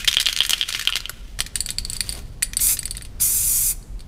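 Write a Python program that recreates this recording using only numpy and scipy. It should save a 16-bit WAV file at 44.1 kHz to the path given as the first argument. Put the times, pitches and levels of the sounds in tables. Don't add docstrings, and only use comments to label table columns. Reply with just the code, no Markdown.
import sys
import numpy as np
from scipy import signal
from scipy.fft import rfft, irfft, next_fast_len
from scipy.io import wavfile
from scipy.ndimage import uniform_filter1d, map_coordinates

SR = 44100
rng = np.random.default_rng(int(sys.argv[2]) if len(sys.argv) > 2 else 0)


def unload_wav(signal):
    wavfile.write(
        sys.argv[1],
        SR,
        np.round(np.clip(np.atleast_2d(signal).T, -1, 1) * 32767).astype(np.int16),
    )


N = 179833
TIME_S = np.arange(N) / SR
RING_S = np.arange(4096) / SR
SAMPLES_PER_MS = SR / 1000

# freq_hz, density_db
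VENT_SPECTRUM = [(20, 6.5), (45, 4), (70, -6.5), (120, -8), (170, -15), (230, -16.5), (300, -23.5),
                 (500, -28), (900, -34), (2000, -40.5), (5000, -44), (10000, -52.5), (15000, -53.5)]
# time_s, level_db
VENT_LEVEL = [(0, -33), (.16, -39.5), (.7, -42.5), (1.3, -37.5), (1.55, -35.5), (2.18, -31), (2.28, -34.5),
              (3.2, -33), (4.08, -35.5)]
# peak_s, swish_db, rub_db, t60_s (rise and fall, sign ignored)
HAND_SLIDES = [(1.4, -57, -56, 10), (1.96, -41, -70.5, 0.28), (2.1, -36.5, -50.5, 0.36),
               (2.17, -40.5, -33.5, -0.14)]
# start_s, level_db, t60_s
HAND_JOLTS = [(.0835, -50, .05), (0.4066, -28, 0.045), (0.5073, -24.5, 0.036), (1.095, -27, .05),
              (1.391, -27, 0.043), (1.404, -23.5, 0.042)]
# open_s, close_s, hiss_db, spurt_db, wet_db
PRESSES = [(2.586, 2.726, -19.5, 1.5, -39), (3.189, 3.7, -21, 4.5, -50)]
# peak_s, level_db
SPITS = [(2.691, -30.5), (2.721, -43), (3.201, -33.5), (3.714, -40.5)]
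# freq_hz, density_db
JET_SPECTRUM = [(400, -25), (1000, -27.5), (1900, -19.5), (2400, -19), (2950, -17.5), (3600, -17.5),
                (4200, -13.5), (5200, -9.5), (6500, -2.5), (8300, 1), (10500, 1.5), (12000, -0.5),
                (13500, -3), (15200, -8)]
# time_s, lag_ms
BOUNCE_LAG = [(2.6, 0.9), (2.66, 0.84), (2.75, 0.78), (3.2, 0.81), (3.27, 0.89), (3.33, 0.81), (3.39, 0.82),
              (3.46, 0.81), (3.53, 0.876), (3.6, 0.88), (3.66, 0.8), (3.73, 0.88)]
# peak_s, level_db
RUSHES = [(0, -27.5), (.1, -29), (.21, -47), (.3, -25), (0.438, -29), (0.522, -24), (.595, -32),
          (0.689, -28.5), (.76, -27.5), (.82, -31), (.975, -32)]
# freq_hz, density_db
SCRAPE_SPECTRUM = [(150, -20.5), (400, -14), (800, -28), (1400, -3), (2200, 0), (3100, 3.5), (4200, -5),
                   (6000, -5), (9000, -11.5), (12000, -16.5), (15000, -20.5)]
# freq_hz, density_db
CLACK_SPECTRUM = [(150, -25), (400, -16), (800, -16.5), (1400, -3.5), (2200, 0.5), (4000, 5), (6000, -2),
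                  (9000, -7), (12000, -10), (15000, -20.5)]
# time_s, pitch_ratio
SHELL_TUNING = [(.8, 0.99), (.9, 0.68), (1.1, .74), (1.45, 0.97)]
# pitch_hz, t60_s, level_db
DOME_MODES = [(3180, 0.003, 7), (3200, .01, -7), (3820, .004, -14), (4570, 0.0054, -8),
              (5150, 0.0039, -34.5), (9400, .004, -35.5)]
# pitch_hz, t60_s, level_db
WALL_MODES = [(2064, 0.0055, -13), (4524, 0.011, -0.5), (4610, 0.09, -13.5), (7870, 0.0068, 3),
              (9204, 0.016, 1), (8050, 0.095, -15), (9700, 0.1, -9), (6300, .012, -27),
              (10530, 0.026, -12.5), (12000, 0.02, -11.5), (12940, 0.013, -33.5), (13440, 0.0152, -14)]
# time_s, pitch_hz, gain_db
GRIP_TUNING = [(1.6, 7790, -2), (1.95, 7850, 2), (2.05, 7900, -11), (2.6, 8050, -2), (2.85, 8100, -5.5)]
# start_s, ring_db, low_modes_gain_db, clack_db
WALL_TAPS = [(1.4045, -16.5, -10, -28), (1.556, -14.5, -5, -12), (1.6053, -15, -1, -20),
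             (1.661, -21, -0.5, -22), (1.7044, -18.5, -5.5, -18), (1.7842, -21.5, 10.5, -17.5),
             (1.85, -26.5, 10, -24.5), (1.8988, -22, -1, -23.5), (1.932, -23, -1, -23),
             (1.9664, -26.5, 5, -31), (2.006, -15.5, 6, -19), (2.092, -19, 3.5, -22),
             (2.1247, -23, -1, -24), (2.1506, -32.5, 3, -28), (2.4293, -9.5, -4.5, -14.5),
             (2.569, -12, -3.5, -18), (2.669, -14, -13, -23), (2.7907, -17, -3, -22.5),
             (2.8551, -18, -4.5, -23), (2.9093, -20, -0.5, -23), (2.9688, -23.5, -5, -29.5),
             (3.0217, -29.5, -3.5, -30), (3.05, -36, -12, -27.5), (3.827, -45.5, 3, -48.5),
             (3.9932, -47, 4, -40), (4.0051, -43.5, 5, -33.5)]
# start_s, contact_db, tilt_db_per_octave, shell_db, skid_t60_s
GLANCING_KNOCKS = [(0.0459, -19.5, 6.5, -17, 0.023), (0.0759, -10, 2, -34, 0.015),
                   (0.0779, -3, -.5, -28, 0.052), (0.0841, -15, 7, -31, 0.054), (.1136, -16, 1, -32, 0.018),
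                   (.129, -11.5, -1, -25, 0.0051), (0.1403, -13.5, 1.5, -37, 0.0054),
                   (0.1453, -13, 6, -37, 0.0015), (0.1997, -7.5, 1, -33, 0.025),
                   (0.207, -14, 1.5, -22, 0.012), (0.2116, -10, 5, -25, 0.033),
                   (0.228, -18, 6, -28, 0.0043), (0.2579, -10, 2, -29, 0.0041),
                   (0.2687, -7.5, -0.5, -36, 0.016), (0.2862, -13.5, -5.5, -27, 0.0094),
                   (0.3285, -13, 1, -34, 0.0085), (0.3641, -11.5, 1, -38, 0.0046),
                   (.375, -14.5, 3, -43, 0.001), (0.3883, -12, 2.5, -44, .003), (.432, -22, 8, -33, 0.033),
                   (0.4507, -12.5, 0, -37, 0.013), (.4642, -17.5, 19, -30, .006),
                   (0.4952, -7, 5.5, -44, 0.002), (0.5075, -5.5, 7.5, -30, 0.0013),
                   (0.533, -9, -0.5, -32, 0.025), (0.5805, -21.5, 4, -35, 0.019),
                   (0.6892, -14, 2, -37, 0.021), (0.7045, -19.5, -2, -40, 0.0082),
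                   (.726, -14.5, 0.5, -27, 0.015), (0.739, -19, .5, -33, 0.022),
                   (0.7481, -10.5, -6, -41, 0.043), (0.7944, -14.5, 1, -23, 0.024),
                   (.812, -18, 0.5, -24, 0.017), (0.8238, -23, 3, -29, .015),
                   (0.8522, -19.5, 0, -30, 0.0051), (0.874, -18, 4, -27, .004),
                   (0.8929, -23, 0, -20, 0.0091), (0.9007, -23, 9, -26, 0.01),
                   (0.956, -9.5, -1, -36, 0.009), (0.9664, -12.5, -2.5, -51, 0.0082),
                   (0.972, -16.5, 0.5, -42, 0.023), (1.0044, -21.5, -.5, -49, 0.0087),
                   (1.0945, -17.5, 13, -21.5, 0.018), (1.3893, -19.5, 8, -23, 0.037),
                   (1.4045, -8.5, -1, -25, 0.0054), (1.417, -23, 4, -34, 0.033),
                   (1.4636, -23, 6.5, -28, 0.04), (1.6888, -17.5, 0.5, -27, 0.036),
                   (2.0057, -17.5, 2, -18.5, 0.019), (2.424, -13.5, 7.5, -14, 0.017),
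                   (2.534, -21, 3, -26.5, 0.012), (2.5922, -20.5, -3, -40, 0.038),
                   (2.7698, -21.5, .5, -32, 0.037), (2.83, -23.5, 8, -27.5, 0.017),
                   (2.879, -28, -2, -47, 0.0074), (2.95, -29.5, -0.5, -35, 0.038),
                   (2.979, -29, -2, -44, .02), (3.0112, -34, 0, -33, 0.014)]
# start_s, level_db, pitch_hz, first_flight_s, rebound_loss_db
DOME_SLAMS = [(.0836, -3, 3450, .0028, 9), (.1693, -0.5, 3220, .015, 11), (.2643, -6, 3220, .0223, 4.5),
              (.4053, -1.5, 3200, .0135, 8), (.5336, -7.5, 3100, .003, 4), (.6121, -6.5, 3200, .0161, 5),
              (.8742, -2, 3180, .0179, 14), (.9247, -13, 3000, .0103, 4), (1.0559, -16.5, 3000, .004, 14)]


def undb(db):
    return 10 ** (np.asarray(db) / 20)


def fade(time_s, t60_s):
    return np.exp(-np.log(1000) * time_s / max(t60_s, 1e-4))


def swell(peak_s, rise_s, fall_s):
    return fade(np.maximum((peak_s - TIME_S) / rise_s, (TIME_S - peak_s) / fall_s).clip(0, 2), 1)


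def unit(x):
    return x / np.sqrt(np.sum(x ** 2))


def colour(x, spectrum, tilt_db=0):
    size = 2 * next_fast_len(len(x))
    octave = np.log2(np.arange(size // 2 + 1) * SR / size + 1)
    hz, db = np.transpose(spectrum)
    db = np.interp(octave, np.log2(hz), db) + tilt_db * np.clip(octave - np.log2(2000), 0, 2)
    cepstrum = irfft(np.log(undb(db)))
    cepstrum[1:size // 2] *= 2
    cepstrum[size // 2 + 1:] = 0
    return irfft(rfft(x, size) * np.exp(rfft(cepstrum)))[:len(x)]


def waver(rate_hz, depth_db):
    knots = rng.standard_normal(int(N / SR * rate_hz) + 2)
    return undb(depth_db * np.interp(TIME_S * rate_hz, np.arange(len(knots)), knots))


def noise(spectrum, grain_db=0):
    x = rng.standard_normal(N) * undb(grain_db * np.minimum(rng.exponential(size=N), 6))
    return unit(colour(x, spectrum)) * np.sqrt(N)


def burst(t60_s, time_s=RING_S):
    return rng.standard_normal(len(time_s)) * fade(time_s, t60_s)


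def mode(hz, t60_s, scatter, rise_s):
    hz = hz * (1 + scatter * rng.standard_normal())
    return unit(np.sin(2 * np.pi * hz * RING_S) * fade(RING_S, t60_s) * (1 - fade(RING_S, rise_s)))


def add(track, start_s, blow):
    i = max(int(start_s * SR), 0)
    track[i:i + len(blow)] += blow[:N - i] * np.sqrt(SAMPLES_PER_MS)


def ventilation():
    level_db = np.interp(TIME_S, *np.transpose(VENT_LEVEL))
    return undb(level_db) * noise([(4.1, -33.5)] + VENT_SPECTRUM)


def workshop(x):
    time_s = np.arange(SR) / SR
    near = burst(0.043, time_s) * (time_s > .002)
    near = unit(colour(near, [(300, -6), (8000, -3), (15000, 2)]))
    dull = burst(0.83, time_s) * (1 - fade(time_s, 0.02))
    dull = unit(colour(dull, [(200, 15.5), (3000, -2), (6000, -3), (10000, -8.5), (15000, -20.5)]))
    bright = burst(0.23, time_s) * (time_s > .012)
    bright = unit(colour(bright, [(300, -8), (9000, -4.5), (15000, -6.5)]))
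    response = undb(-6.5) * near + undb(-19.5) * dull + undb(-21) * bright
    return x + signal.fftconvolve(x, response)[:N]


def handling():
    swish = noise([(300, -25.5), (1500, -6.5), (3500, -1.5), (6500, -6.5), (10000, -6), (15000, -16)],
                  grain_db=5)
    rub = noise([(60, 9.5), (200, -6), (750, -7), (1500, -15), (5000, -55.5)])
    slides = sum(swell(peak_s, t60_s, t60_s) * (undb(swish_db) * swish + undb(rub_db) * rub)
                 for peak_s, swish_db, rub_db, t60_s in HAND_SLIDES)
    return undb(-1.5) * slides * waver(rate_hz=70, depth_db=2.8)


def jolts():
    out = np.zeros(N)
    spectrum = [(80, 5), (200, -2), (380, -2), (600, -4), (850, -2.5), (1300, 0), (3000, -24)]
    for start_s, level_db, t60_s in HAND_JOLTS:
        add(out, start_s, undb(level_db) * unit(colour(burst(t60_s), spectrum)))
    return out


def nozzle():
    travel_s, spurt_s, shut_s, squeeze_db_per_s = 0.026, 0.062, 0.021, 2.5
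    flow = 0
    wet = sum(undb(level_db) * swell(peak_s, rise_s=0.016, fall_s=0.12) for peak_s, level_db in SPITS)
    for open_s, close_s, hiss_db, spurt_db, wet_db in PRESSES:
        age_s = np.maximum(TIME_S - open_s, 0)
        opening = np.minimum(age_s / travel_s, 1) ** 3
        valve = opening * np.exp(-(np.maximum(TIME_S - close_s, 0) / shut_s) ** 2)
        spurt = np.exp(-(np.maximum(age_s - travel_s, 0) / spurt_s) ** 2)
        flow += valve * undb(hiss_db + spurt_db * spurt + squeeze_db_per_s * age_s)
        wet += valve * undb(wet_db)
    return flow, wet


def spray():
    flow, wet = nozzle()
    jet = rfft(noise(JET_SPECTRUM, grain_db=1.1))
    hz = np.arange(len(jet)) * SR / N
    spacing_hz = 1500
    hiss = np.zeros(N)
    for centre_hz in np.arange(0, SR / 2, spacing_hz):
        band = np.maximum(1 - abs(hz - centre_hz) / spacing_hz, 0)
        hiss += irfft(jet * band, N) * waver(rate_hz=21.82, depth_db=.8)
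    droplets = noise([(400, -9), (1300, -6), (2400, 6), (3000, -6), (4900, 8.5), (7000, -8.5),
                      (15000, -18.5)], grain_db=1)
    return flow * hiss * waver(rate_hz=120, depth_db=0.62) + wet * droplets


def cardboard(hiss):
    lag_ms = np.interp(TIME_S, *np.transpose(BOUNCE_LAG))
    reflection = map_coordinates(hiss, [np.arange(N) - lag_ms * SAMPLES_PER_MS], order=5)
    return hiss + .36 * reflection


def swirl():
    shake_end_s = 0.85
    rushes = sum(undb(level_db) * swell(peak_s, rise_s=0.1, fall_s=0.22) for peak_s, level_db in RUSHES)
    slosh = undb(-41.5) * fade(np.maximum(TIME_S - shake_end_s, 0), t60_s=2.4)
    pressure = np.hypot(rushes, slosh) * waver(rate_hz=180, depth_db=1.9)
    grit = noise([(1000, -17), (4000, 5), (8000, -2), (12000, 1), (15000, -24)], grain_db=3.5)
    scrape = noise(SCRAPE_SPECTRUM, grain_db=3.5)
    return undb(-4) * pressure * scrape + undb(14.5) * pressure ** 2 * grit


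def clack(t60_s, tilt_db):
    return unit(colour(burst(t60_s), CLACK_SPECTRUM, tilt_db))


def chatter(t60_s, grain_db):
    bounces = burst(t60_s) * undb(grain_db * np.minimum(rng.exponential(size=len(RING_S)), 5))
    return unit(colour(bounces * (1 - fade(RING_S, 0.021)), CLACK_SPECTRUM, tilt_db=2))


def shell(start_s):
    pitch_ratio = np.interp(start_s, *np.transpose(SHELL_TUNING))
    lower, upper = (mode(pitch_ratio * hz, t60_s=0.011, scatter=.025, rise_s=0.006)
                    for hz in (2003, 2450))
    return unit(lower + undb(-3) * upper)


def dome(pitch_ratio=1):
    ring = 0
    for hz, t60_s, level_db in DOME_MODES:
        strike_db = rng.normal(level_db, 2)
        ring += undb(strike_db) * mode(pitch_ratio * hz, t60_s, scatter=.015, rise_s=0.0084)
    return unit(ring)


def taps():
    out = np.zeros(N)
    hollow, low, middle = 0, slice(1, 3), 3
    grip_s, grip_hz, grip_db = np.transpose(GRIP_TUNING)
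    for start_s, ring_db, low_db, clack_db in WALL_TAPS:
        strike_db = ring_db - 0.5 * rng.standard_normal(len(WALL_MODES))
        strike_db[hollow] -= 7
        strike_db[low] += low_db
        strike_db[middle] += np.interp(start_s, grip_s, grip_db)
        ring = 0
        for k, (hz, t60_s, level_db) in enumerate(WALL_MODES):
            if k == middle:
                hz = np.interp(start_s, grip_s, grip_hz)
            ring += undb(level_db + strike_db[k]) * mode(hz, t60_s, scatter=0.01, rise_s=0.0026)
        contact = undb(-6) * clack(t60_s=0.014, tilt_db=-3)
        bounces = undb(-9.5) * chatter(t60_s=0.11, grain_db=-3.5)
        add(out, start_s, ring + undb(clack_db) * (contact + bounces))
    return out


def knocks():
    out = np.zeros(N)
    medium_hit_db = -16
    for start_s, contact_db, tilt_db, shell_db, skid_t60_s in GLANCING_KNOCKS:
        dome_db = -10 + 0.55 * (contact_db - medium_hit_db)
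        contact = unit(clack(skid_t60_s, tilt_db) + undb(dome_db) * dome())
        add(out, start_s, undb(contact_db) * contact + undb(shell_db) * shell(start_s))
    return out


def slams():
    out = np.zeros(N)
    flight_ratio = .46
    for start_s, level_db, pitch_hz, flight_s, loss_db in DOME_SLAMS:
        for rebound in range(3):
            blow = dome(pitch_hz / DOME_MODES[0][0])
            blow += undb(-14.5) * clack(t60_s=.005, tilt_db=-1.5)
            blow += undb(-19) * shell(start_s)
            add(out, start_s, undb(level_db - rebound * loss_db) * blow)
            start_s += flight_s * flight_ratio ** rebound
    return out


def scene():
    hiss = cardboard(spray())
    can = workshop(slams() + knocks() + taps() + jolts() + swirl() + handling() + hiss)
    centre = can + ventilation()
    hiss_rms = np.sqrt(np.maximum(uniform_filter1d(hiss ** 2, size=441), 0))
    side = undb(-24) * hiss_rms * noise([(3000, -50), (5500, -14), (8000, 0), (15000, -3)])
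    return centre + side * np.array([[1], [-1]])


def record(dry):
    ceiling, cutoff_hz = .92, 15450
    rounded = dry / (1 + (dry / ceiling) ** 6) ** (1 / 6)
    return signal.sosfilt(signal.ellip(10, .1, 80, cutoff_hz, fs=SR, output="sos"), rounded)


dry = scene()
out = record(dry)
unload_wav(out)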